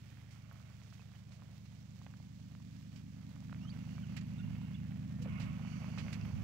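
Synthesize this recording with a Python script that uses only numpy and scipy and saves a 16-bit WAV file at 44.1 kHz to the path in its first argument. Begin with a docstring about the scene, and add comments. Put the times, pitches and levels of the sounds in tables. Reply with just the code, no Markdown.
"""An eight-cylinder engine idles beside a pasture and grows louder as someone walks nearer through wet litter:
one puff a firing rings the pipe modes, with low turbulent noise beneath. Light rain is coloured noise and grains;
litter rustles and crunches as clumped clicks, drops and twigs tick as short decaying rings, gliding tones make
squeaks, perhaps of wet soles, low grunts and a faint steady whistle, a hollow breathy hiss comes and goes in narrow
modes, low noise puffs as wind on the open microphone port. The left port is partly covered and hears little treble."""
import sys
import numpy as np
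from scipy import signal
from scipy.fft import rfft, irfft, next_fast_len
from scipy.io import wavfile
from scipy.ndimage import uniform_filter1d

SR = 44100
rng = np.random.default_rng(int(sys.argv[2]) if len(sys.argv) > 2 else 0)


def dump_mix(stems):
    """Bounce the given channels to the path in sys.argv[1] as a 16-bit WAV at rate SR."""
    frames = np.atleast_2d(stems).T  # one column per channel
    limited = np.clip(frames, -1, 1)  # hard clip at full scale
    pcm = np.round(limited * 32767).astype(np.int16)
    wavfile.write(sys.argv[1], SR, pcm)


N = 283563

# Nearness of the tailpipe. Each row: time in seconds, levels of the deep, throaty and upper parts in dB.
EXHAUST_LEVELS = [(0, -51, -63, -97), (1.0, -51.5, -57.5, -85), (2.5, -50, -50.5, -62.5),
                  (3.35, -48.5, -49, -60), (3.55, -45, -44, -59), (4.2, -43.5, -41.5, -59.5),
                  (5.15, -42.5, -41.5, -60), (5.3, -40, -39.5, -57.5), (5.6, -43.5, -40.5, -56),
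                  (6.43, -41, -42, -63)]
# Litter and clothing astir. Each row: time in seconds, rustle level in dB, gain of its dull part in dB.
RUSTLE_LEVELS = [(0, -66.5, -3.5), (1.43, -70, 1.8), (1.84, -75.5, 5.5), (3.0, -70, 1), (3.74, -64, 1.5),
                 (4.87, -63.5, 0.5), (5.16, -65.5, 3), (5.43, -58.5, 0), (5.69, -60.5, 4), (6.43, -59.5, 3)]


def from_db(db):
    """Gain of a level."""
    return 10 ** (np.asarray(db) / 20)


def rms_one(x):
    """Scaled to rms 1."""
    return x / np.sqrt(np.mean(x ** 2) + 1e-20)


def in_time(rows):
    """Columns of a table, interpolated sample by sample."""
    s, *columns = np.transpose(rows)
    return [np.interp(np.arange(N) / SR, s, c) for c in columns]


def at_hz(points, hz):
    """A spectrum table read on a log frequency axis."""
    table_hz, table_db = np.array(points).T
    return np.interp(np.log(hz), np.log(table_hz), table_db)


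def colour(x, points):
    """Filtered by a spectrum table."""
    size = next_fast_len(x.shape[-1] + 2048)
    hz = np.maximum(np.arange(size // 2 + 1) * SR / size, 10)
    spectrum = rfft(x, size) * from_db(at_hz(points, hz))
    return irfft(spectrum, size)[..., :x.shape[-1]]


def drift(rate_hz):
    """Slow random wander of rms 1: noise through two equal poles, run at every 40th sample."""
    r = np.exp(-80 * np.pi * rate_hz / SR)
    noise = rng.standard_normal(N // 40 + 2002)
    slow = signal.lfilter([1], [1, -2 * r, r * r], noise)[2000:]
    return np.interp(np.arange(N) / 40, np.arange(len(slow)), rms_one(slow))


def modes(x, table):
    """Two-pole resonances in parallel."""
    out = 0
    for hz, width_hz, gain in table:
        r = np.exp(-np.pi * width_hz / SR)
        a = [1, -2 * r * np.cos(2 * np.pi * hz / SR), r * r]
        out = out + gain * signal.lfilter([1 - r, 0, r - 1], a, x + 1e-18)
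    return out


def grains(per_s, spread_db, size):
    """Random clicks of uneven strength and either sign."""
    strength = from_db(spread_db * np.minimum(rng.exponential(1, size), 5))
    sign = rng.choice([-1, 1], size)
    return strength * sign * (rng.random(size) < per_s / SR)


def pair(noise, alike):
    """Two unrelated noises made partly alike."""
    return np.array([alike * noise[1] + np.sqrt(1 - alike ** 2) * noise[0], noise[1]])


def swells(rows, attack_s, release_s):
    """Gain over time: each spell rises ahead of its start, holds for its length and dies away."""
    t = np.arange(N) / SR
    gain = np.zeros(N)
    for s, length_s, level_db in rows:
        rise = np.clip((t - s) / attack_s + 1, 0, 1) ** 2
        fall = np.exp(-np.maximum(t - s - length_s, 0) / release_s)
        gain += from_db(level_db) * rise * fall
    return gain


def rain():
    """Far drops blur to hiss that swells a little; nearer ones stay a fine patter."""
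    # Each row: frequency in Hz, density in dB per Hz.
    rain_colour = [(190, -34), (330, -15.5), (408, -10), (602, -11), (964, -15.5), (2320, -8.5),
                   (5750, -13), (7220, -16), (9210, -25), (10700, -28.5), (15200, -25.5), (16000, -21)]
    # Each row: frequency in Hz, left-right likeness from 0 to 1.
    likeness = [(60, 0.37), (240, 0.66), (950, 0.073), (3770, 0.028), (15000, 0.01)]
    level_db, swell_db, swell_hz = -65.5, 1.1, 5.8
    patter = rms_one(grains(900, spread_db=3.5, size=(2, N)))
    shared, own = rng.standard_normal((2, N)) + .8 * patter
    hz, alike = np.array(likeness).T
    left = colour(shared, np.c_[hz, 20 * np.log10(alike)])
    left = left + colour(own, np.c_[hz, 10 * np.log10(1 - alike ** 2)])
    gain = from_db(level_db + swell_db * drift(swell_hz))
    return gain * rms_one(colour(np.array([left, shared]), rain_colour))


def wind():
    """Lumpy low noise, nearly all on the open port: a growing breeze plus gusts."""
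    # Each row: frequency in Hz, density in dB per Hz.
    wind_colour = [(25, -33), (45, -14), (75, -4), (125, 0), (170, -5), (250, -14), (400, -38), (900, -100)]
    # Each row: start in seconds, length in seconds, level in dB.
    gusts = [(4.26, .05, -49), (4.42, .13, -47), (5.25, .1, -50), (5.4, .12, -47), (5.7, .08, -50),
             (5.98, .08, -48), (6.2, .07, -40), (6.33, .12, -40)]
    breeze_db, breeze_rise_db_per_s = -72, 2.2
    noise = rms_one(colour(rng.standard_normal((2, N)), wind_colour))
    gain = from_db(breeze_db + breeze_rise_db_per_s * np.arange(N) / SR)
    gain = gain + swells(gusts, attack_s=.025, release_s=.015)
    lumps = from_db(1.8 * drift(14))
    return gain * lumps * noise * from_db([[-18], [0]])   # left, right


def puffing():
    """Breathy hiss: raspy noise in narrow cavity modes that wander together; spells lean bright or dull."""
    # Each row: start in seconds, length in seconds, level at 2 kHz in dB, tilt in dB per octave.
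    spells = np.array([(0.35, 0.06, -73, -5), (0.439, 0.2, -70, -5.5), (1.285, 0.17, -86.5, -15.5),
                       (3.71, 1.1, -69, 14.5), (5.262, 0.24, -54, -1.5), (5.626, 0.42, -58, 3),
                       (6.076, 0.4, -64, 2)])
    # Each row: frequency in Hz, width in Hz, signed gain.
    cavity_modes = [(630, 100, .5), (1090, 55, -1.1), (1250, 60, 1.0), (1470, 60, -.9), (1830, 50, .5),
                    (2190, 150, -1.2), (2600, 190, .9), (2900, 170, -.85)]
    rasp, pitch_wander = .5, .015   # share of coarse grain, rms share of pitch
    flow = rng.standard_normal((2, N)) + rasp * rms_one(grains(700, spread_db=3.0, size=(2, N)))
    lowpass = signal.butter(8, 3120, fs=SR, output="sos")
    air = signal.sosfilt(lowpass, pair(flow, 0.055))
    pace = 1 + pitch_wander * drift(3)   # reading faster lifts every mode
    read = np.cumsum(pace / pace.mean()) % (N - 1)
    out = 0
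    for mode in cavity_modes:
        level_db = spells[:, 2] + spells[:, 3] * np.log2(mode[0] / 2000)
        gain = swells(np.c_[spells[:, :2], level_db], attack_s=.02, release_s=.1)
        rung = np.array([np.interp(read, np.arange(N), side) for side in modes(air, [mode])])
        out = out + gain * rung
    flutter = from_db(1.5 * drift(30))
    return flutter * out / np.std(modes(air, cavity_modes))


def thin_hiss():
    """Unsteady noise in two resonant bands above the rustle."""
    # Each row: time in seconds, level in dB.
    hiss_levels = [(0, -79.5), (3.47, -77), (4.08, -68), (4.87, -84.5), (5.5, -73), (5.69, -64),
                   (6.16, -64), (6.43, -70.5)]
    # Each row: frequency in Hz, width in Hz, signed gain.
    hiss_modes = [(4480, 280, 1.0), (6100, 900, -.6)]
    gain = from_db(in_time(hiss_levels)[0] + 1.1 * drift(6.5))
    return gain * rms_one(modes(rng.standard_normal((2, N)), hiss_modes))


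def rustle():
    """Clumped grains and noise in the litter's colour, with a dull part raised or lowered over time."""
    # Each row: frequency in Hz, density in dB per Hz.
    litter_colour = [(300, 0), (550, 7.5), (1000, 4.5), (1700, 5.5), (2200, 6), (2900, 0.5), (3200, 2.5),
                     (5000, -19.5)]
    rustle_db, dull_db = in_time(RUSTLE_LEVELS)
    fibres = rms_one(grains(1500, spread_db=4.0, size=(2, N))) + .7 * rng.standard_normal((2, N))
    litter = rms_one(colour(pair(fibres, .6), litter_colour))
    dull = colour(litter, [(1200, 0), (1900, -40)])
    gain = from_db(rustle_db + 1.8 * drift(20))
    return gain * (litter + (from_db(dull_db) - 1) * dull)


def crunches():
    """Litter under foot: a quick burst of dense snaps that thins out."""
    # Each row: start in seconds, level before length scaling in dB, length in seconds,
    # tilt about 2.5 kHz in dB per octave.
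    crunch_rows = [(0.304, -64, 0.047, 6), (0.928, -66, 0.03, 6), (1.311, -65, 0.072, 4.5),
                   (1.653, -62.5, .015, 1.5), (2.955, -61, 0.031, 3.5), (4.164, -46.5, 0.024, 0),
                   (4.207, -57, 0.014, 0), (5.217, -55.5, 0.022, 5), (5.396, -51, 0.051, 0),
                   (5.978, -46, 0.032, -2), (6.125, -47.5, 0.024, 1.5)]
    # Each row: frequency in Hz, density in dB per Hz.
    crunch_colour = [(400, -1), (1200, 2.5), (2600, 11), (3500, 2.5), (4600, 3.5), (7500, -6),
                     (10000, -19.5), (16000, -27)]
    attack_s = 0.0054
    out = np.zeros((2, N + SR))
    hz, colour_db = np.array(crunch_colour).T
    t = np.arange(SR // 6) / SR
    for s, level_db, length_s, tilt_db in crunch_rows:
        envelope = np.minimum(t / attack_s, 1) * np.exp(-(t / length_s) ** 2)
        burst = grains(14000, spread_db=0.0, size=(2, len(t))) * envelope
        burst = colour(burst, np.c_[hz, colour_db + tilt_db * np.log2(hz / 2500)])
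        gain = from_db(level_db) * np.sqrt(length_s / t[-1])
        out[:, round(s * SR):][:, :len(t)] += gain * rms_one(burst)
    return out[:, :N]


def squeaks():
    """Squeaks, perhaps wet soles, with low grunts and a faint steady whistle: unsteady tones with an octave."""
    # Each row: start in seconds, length in seconds, start pitch in Hz, end pitch in Hz,
    # level before shaping in dB, octave against the tone in dB.
    squeak_rows = [(.995, .017, 2400, 2700, -58, -30), (1.148, .014, 2950, 3050, -63, -30),
                   (3.583, .014, 2250, 2450, -62, -7), (3.597, .075, 2580, 3050, -59, -9),
                   (3.668, .03, 3060, 3230, -54, -14), (3.693, .007, 3230, 4450, -53, -30),
                   (3.71, .01, 4550, 4520, -63, -30), (3.697, .013, 4430, 4680, -51, -30),
                   (3.645, .014, 1250, 1270, -53, -20), (3.96, .055, 2360, 2300, -62, -20),
                   (3.712, .016, 2550, 2200, -61, -30), (4.02, .032, 1680, 1370, -63, 5),
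                   (4.378, .02, 3450, 3800, -60, -30), (4.398, .016, 3750, 3350, -63, -30),
                   (4.388, .018, 2650, 2800, -55, -30), (4.385, .03, 1420, 1450, -58, -8),
                   (4.425, .025, 2850, 2750, -59, -30), (4.742, .014, 3350, 3450, -54, -30),
                   (4.75, .016, 2950, 2700, -55, -30), (4.738, .013, 2650, 2950, -60, -30),
                   (4.742, .01, 2050, 2250, -59, -30), (5.195, .045, 480, 500, -56, -20),
                   (5.02, .22, 1830, 1820, -68, -30), (5.255, .018, 560, 480, -51, -10),
                   (5.274, .014, 500, 450, -52, -10), (6.205, .025, 2600, 2750, -56, -30)]
    swell_power = 1.6   # over 1: loudest late
    out = np.zeros(N + SR)
    for s, length_s, start_hz, end_hz, level_db, octave_db in squeak_rows:
        share = np.linspace(0, 1, round(length_s * SR))
        jitter = .05 * uniform_filter1d(rng.standard_normal(SR // 4), size=90)[:len(share)]
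        glide_hz = start_hz + (end_hz - start_hz) * share
        phase = 2 * np.pi * np.cumsum(glide_hz * (1 + jitter)) / SR
        tone = np.sin(phase) + from_db(octave_db) * np.sin(2 * phase)
        flicker = np.clip(1 + 40 * jitter, .4, 2)
        envelope = np.sqrt(np.sin(np.pi * share ** swell_power))
        out[round(s * SR):][:len(share)] += from_db(level_db) * tone * flicker * envelope
    return out[:N]


def ticks():
    """Drops and twigs: short decaying ring plus 1.9 kHz snap; random faint ones grow as the litter stirs."""
    # Loudest, close by. Each row: start in seconds, ring level in dB, pitch in Hz, snap level in dB
    # (levels before decay and band filter).
    near_ticks = [(.172, -48, 1800, -48), (.36, -51, 1200, -58), (.513, -41, 1500, -46),
                  (.558, -50, 1300, -54), (.705, -51, 1400, -52), (.817, -48, 2250, -48),
                  (.822, -52, 1000, -56), (.926, -46, 1400, -44), (.995, -49, 1100, -42),
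                  (1.022, -52, 1300, -48), (1.118, -55, 1500, -50), (1.137, -54, 2000, -52),
                  (1.154, -55, 1800, -54), (1.321, -54, 1500, -49), (.522, -46, 1250, -56),
                  (.602, -50, 1250, -52), (1.421, -47, 1100, -41), (1.658, -56, 2200, -55),
                  (2.016, -45, 1090, -48), (2.065, -41, 850, -34), (2.067, -46, 2600, -44),
                  (2.072, -50, 1700, -56), (2.139, -42.5, 1600, -52), (2.201, -47.5, 845, -59),
                  (2.551, -50, 1380, -40), (2.601, -53, 1000, -56), (2.811, -52, 1140, -56),
                  (3.875, -47, 800, -54), (3.425, -50, 900, -50), (3.363, -50, 1200, -44),
                  (3.496, -44, 1600, -48), (3.524, -48, 1800, -48), (3.528, -36, 1400, -35),
                  (3.693, -48, 1800, -52), (3.842, -49, 1100, -50), (3.546, -41, 2200, -45),
                  (3.893, -48, 2500, -42), (3.981, -40, 1250, -43), (4.068, -48, 2350, -51),
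                  (4.325, -50, 900, -50), (4.476, -49, 1000, -52), (4.509, -47, 750, -56),
                  (4.555, -45, 2600, -45), (4.565, -50, 1900, -52), (4.408, -50, 2200, -52),
                  (4.586, -49, 900, -56), (4.616, -46, 975, -41), (4.85, -49, 1820, -54),
                  (4.923, -49, 1700, -54), (5.188, -48, 800, -50), (5.254, -44, 1200, -44),
                  (5.258, -34, 600, -35), (5.4, -39, 760, -44), (5.819, -43, 900, -44),
                  (5.886, -43, 800, -46), (5.938, -45, 800, -48), (6.309, -47, 1000, -46),
                  (5.595, -41, 785, -45), (5.649, -40, 900, -40), (5.844, -40.5, 1020, -31),
                  (5.976, -35, 1250, -37), (6.065, -38, 646, -34), (6.083, -35, 2240, -35),
                  (6.13, -40, 1500, -40), (6.211, -44, 2610, -45)]
    faint_count, faint_db, faint_spread_db = 130, -59.5, 9.0
    follow = .55   # share of the rustle's dB swing
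    out, t = np.zeros(N + 1000), np.arange(1000) / SR
    when_s, size, octaves = (rng.random((faint_count, 3)) * [N / SR, 1, 3.5]).T
    astir_db = np.interp(when_s, *np.transpose(RUSTLE_LEVELS)[:2])
    level = faint_db + faint_spread_db * (size - .5) + follow * (astir_db - RUSTLE_LEVELS[0][1])
    faint_ticks = np.c_[when_s, level, 600 * 2 ** octaves, level]   # snap as strong as ring
    for s, ring_db, hz, snap_db in np.r_[np.array(near_ticks), faint_ticks]:
        ring = np.sin(2 * np.pi * hz * t) * np.exp(-t * (hz / 1.8 + 300))
        snap = np.sin(2 * np.pi * 1900 * t) * np.exp(-t * 4500)
        out[round(s * SR):][:1000] += from_db(ring_db) * ring + from_db(snap_db) * snap
    band = signal.butter(3, [520, 4200], "band", fs=SR, output="sos")
    return signal.sosfilt(band, out[:N])


def bright_ticks():
    """Tiny dry snaps: a few quick cycles at a high pitch, rising and dying at once."""
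    # Each row: start in seconds, level in dB (1.6 dB below the envelope peak), pitch in Hz.
    bright_rows = [(.109, -63, 14000), (.528, -54, 13000), (.904, -51, 5500), (.942, -54, 5560),
                   (1.322, -52, 4000), (1.584, -62, 14500), (1.658, -54, 4500), (1.828, -56, 5500),
                   (1.908, -55, 6260), (2.962, -54, 4500), (3.649, -57, 5000), (3.962, -55, 5500),
                   (4.168, -48, 8000), (4.168, -50, 13000), (4.212, -53, 6800), (4.27, -62, 13000),
                   (4.576, -62, 14000), (5.221, -51, 6500), (5.399, -56, 13000), (5.475, -61, 14000),
                   (5.896, -60, 9500), (6.121, -54, 7000), (6.131, -50, 10000), (6.213, -45, 5000),
                   (6.263, -57, 13500)]
    out, t = np.zeros(N + 200), np.arange(200) / SR
    for s, level_db, hz in bright_rows:
        cycles = hz * t
        envelope = cycles * np.exp(1 - cycles / 1.2)
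        out[round(s * SR):][:200] += from_db(level_db) * np.sin(2 * np.pi * cycles) * envelope
    return out[:N]


def rumble():
    """Turbulent gas in the pipe: low noise that follows the deep part of the exhaust."""
    # Each row: frequency in Hz, density in dB per Hz.
    rumble_colour = [(20, -44), (45, -14), (80, -7.5), (160, -7), (260, -6), (400, -24.5), (800, -58)]
    start_db, follow = -66, 1.1   # follow: share of the deep part's dB swing
    deep_db = in_time(EXHAUST_LEVELS)[0]
    gain = from_db(start_db + follow * (deep_db - deep_db[0]))
    return gain * rms_one(colour(rng.standard_normal(N), rumble_colour))


def engine():
    """One puff a firing, delayed by its manifold path and shaped by harmonic strengths, rings the pipe modes."""
    # Each row: time in seconds, firings per second.
    speed = [(0, 77.69), (.81, 77.03), (3.1, 76.78), (3.3, 76.6), (3.47, 78.3), (3.9, 77.35), (4.35, 78.25),
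             (5.0, 77.55), (5.2, 79.0), (5.65, 76.6), (5.85, 77.6), (6.15, 76.2), (6.43, 76.4)]
    # Firing order; banks fire unevenly, one has the longer pipe.
    # Each row: strength in dB, manifold path delay in seconds.
    cylinders = [(-1.3, 0.0044), (1.5, 0.00508), (3.8, 0.00021), (4.7, 0.00445), (-4.7, 0.0),
                 (0.6, 0.00097), (4.6, 0.00481), (-1.2, 6e-05)]
    # Uneven strengths of the engine's harmonics. Each row: frequency in Hz, gain in dB.
    harmonic_colour = [(29, -7), (48, 0), (68, -4), (77, 0), (87, 4), (106, 0), (116, -8), (126, 0),
                       (164, 0), (174, -2), (184, 1), (194, 4), (204, 0), (223, 6), (233, -1), (243, 12),
                       (252, -5), (262, 7), (272, -3), (281, -4), (291, 5), (301, 0), (311, -6), (360, -8)]
    # Pipe modes, three tables. Each row: frequency in Hz, width in Hz, signed gain.
    deep_modes = [(45.8, 5.6, 0.066), (67.1, 4.6, -0.46), (103.4, 60.6, 0.28), (106.8, 10, 0.21),
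                  (134.66, 8.4, 0.68)]
    throaty_modes = [(155.9, 18.1, -0.56), (178.9, 19.6, 0.49), (211.3, 9.53, -0.84)]
    upper_modes = [(268, 9.1, 0.9), (242.2, 3.5, -0.37)]
    first_firing = .39   # share of a firing gap already gone at the start
    run_in = SR // 4   # lets the modes settle
    rate = np.pad(in_time(speed)[0], (run_in, 0), mode="edge")
    firings = (np.cumsum(rate) - rate[0] * run_in) / SR + first_firing
    count = np.floor(firings).astype(int)
    at = np.flatnonzero(np.diff(count)) + 1
    strength_db, path_s = np.array(cylinders)[count[at] % 8].T
    puffs = np.zeros(N + 2 * run_in)
    puffs[at + (path_s * SR).astype(int)] = from_db(strength_db + .35 * rng.standard_normal(len(at)))
    puffs = signal.sosfilt(signal.butter(6, 300, fs=SR, output="sos"), puffs)
    puffs = signal.sosfilt(signal.butter(2, 40, "high", fs=SR, output="sos"), puffs)
    puffs = colour(puffs, harmonic_colour)
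    out = np.zeros(N)
    for part_db, part_modes in zip(in_time(EXHAUST_LEVELS), (deep_modes, throaty_modes, upper_modes)):
        rung = modes(puffs, part_modes)[run_in:run_in + N]
        out += from_db(part_db) * rms_one(rung)
    return out


def scene():
    """Sound at the two ports; the exhaust reaches the left one a little late."""
    port_lag_s = 0.00076
    lag = round(port_lag_s * SR)
    left = engine() + rumble()
    right = np.r_[left[lag:], left[-lag:][::-1]]   # mirrored tail fills the end
    weather = rain() + wind()
    steps = rustle() + thin_hiss() + crunches() + squeaks()
    return np.array([left, right]) + weather + puffing() + steps + ticks() + bright_ticks()


def record(dry):
    """The covered left port loses treble; both are cut steeply at the top."""
    # Loss at the covered port. Each row: frequency in Hz, gain in dB.
    cover = [(60, -1), (200, -2.5), (380, -1.5), (700, -7), (1290, -10), (2380, -17), (4400, -18),
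             (8120, -14), (11000, -3.5), (15000, -4)]
    cutoff_hz = 15720
    ports = np.array([colour(dry[0], cover), dry[1]])
    return signal.sosfilt(signal.ellip(10, 1, 50, cutoff_hz, fs=SR, output="sos"), ports)


dry = scene()
out = record(dry)
dump_mix(out)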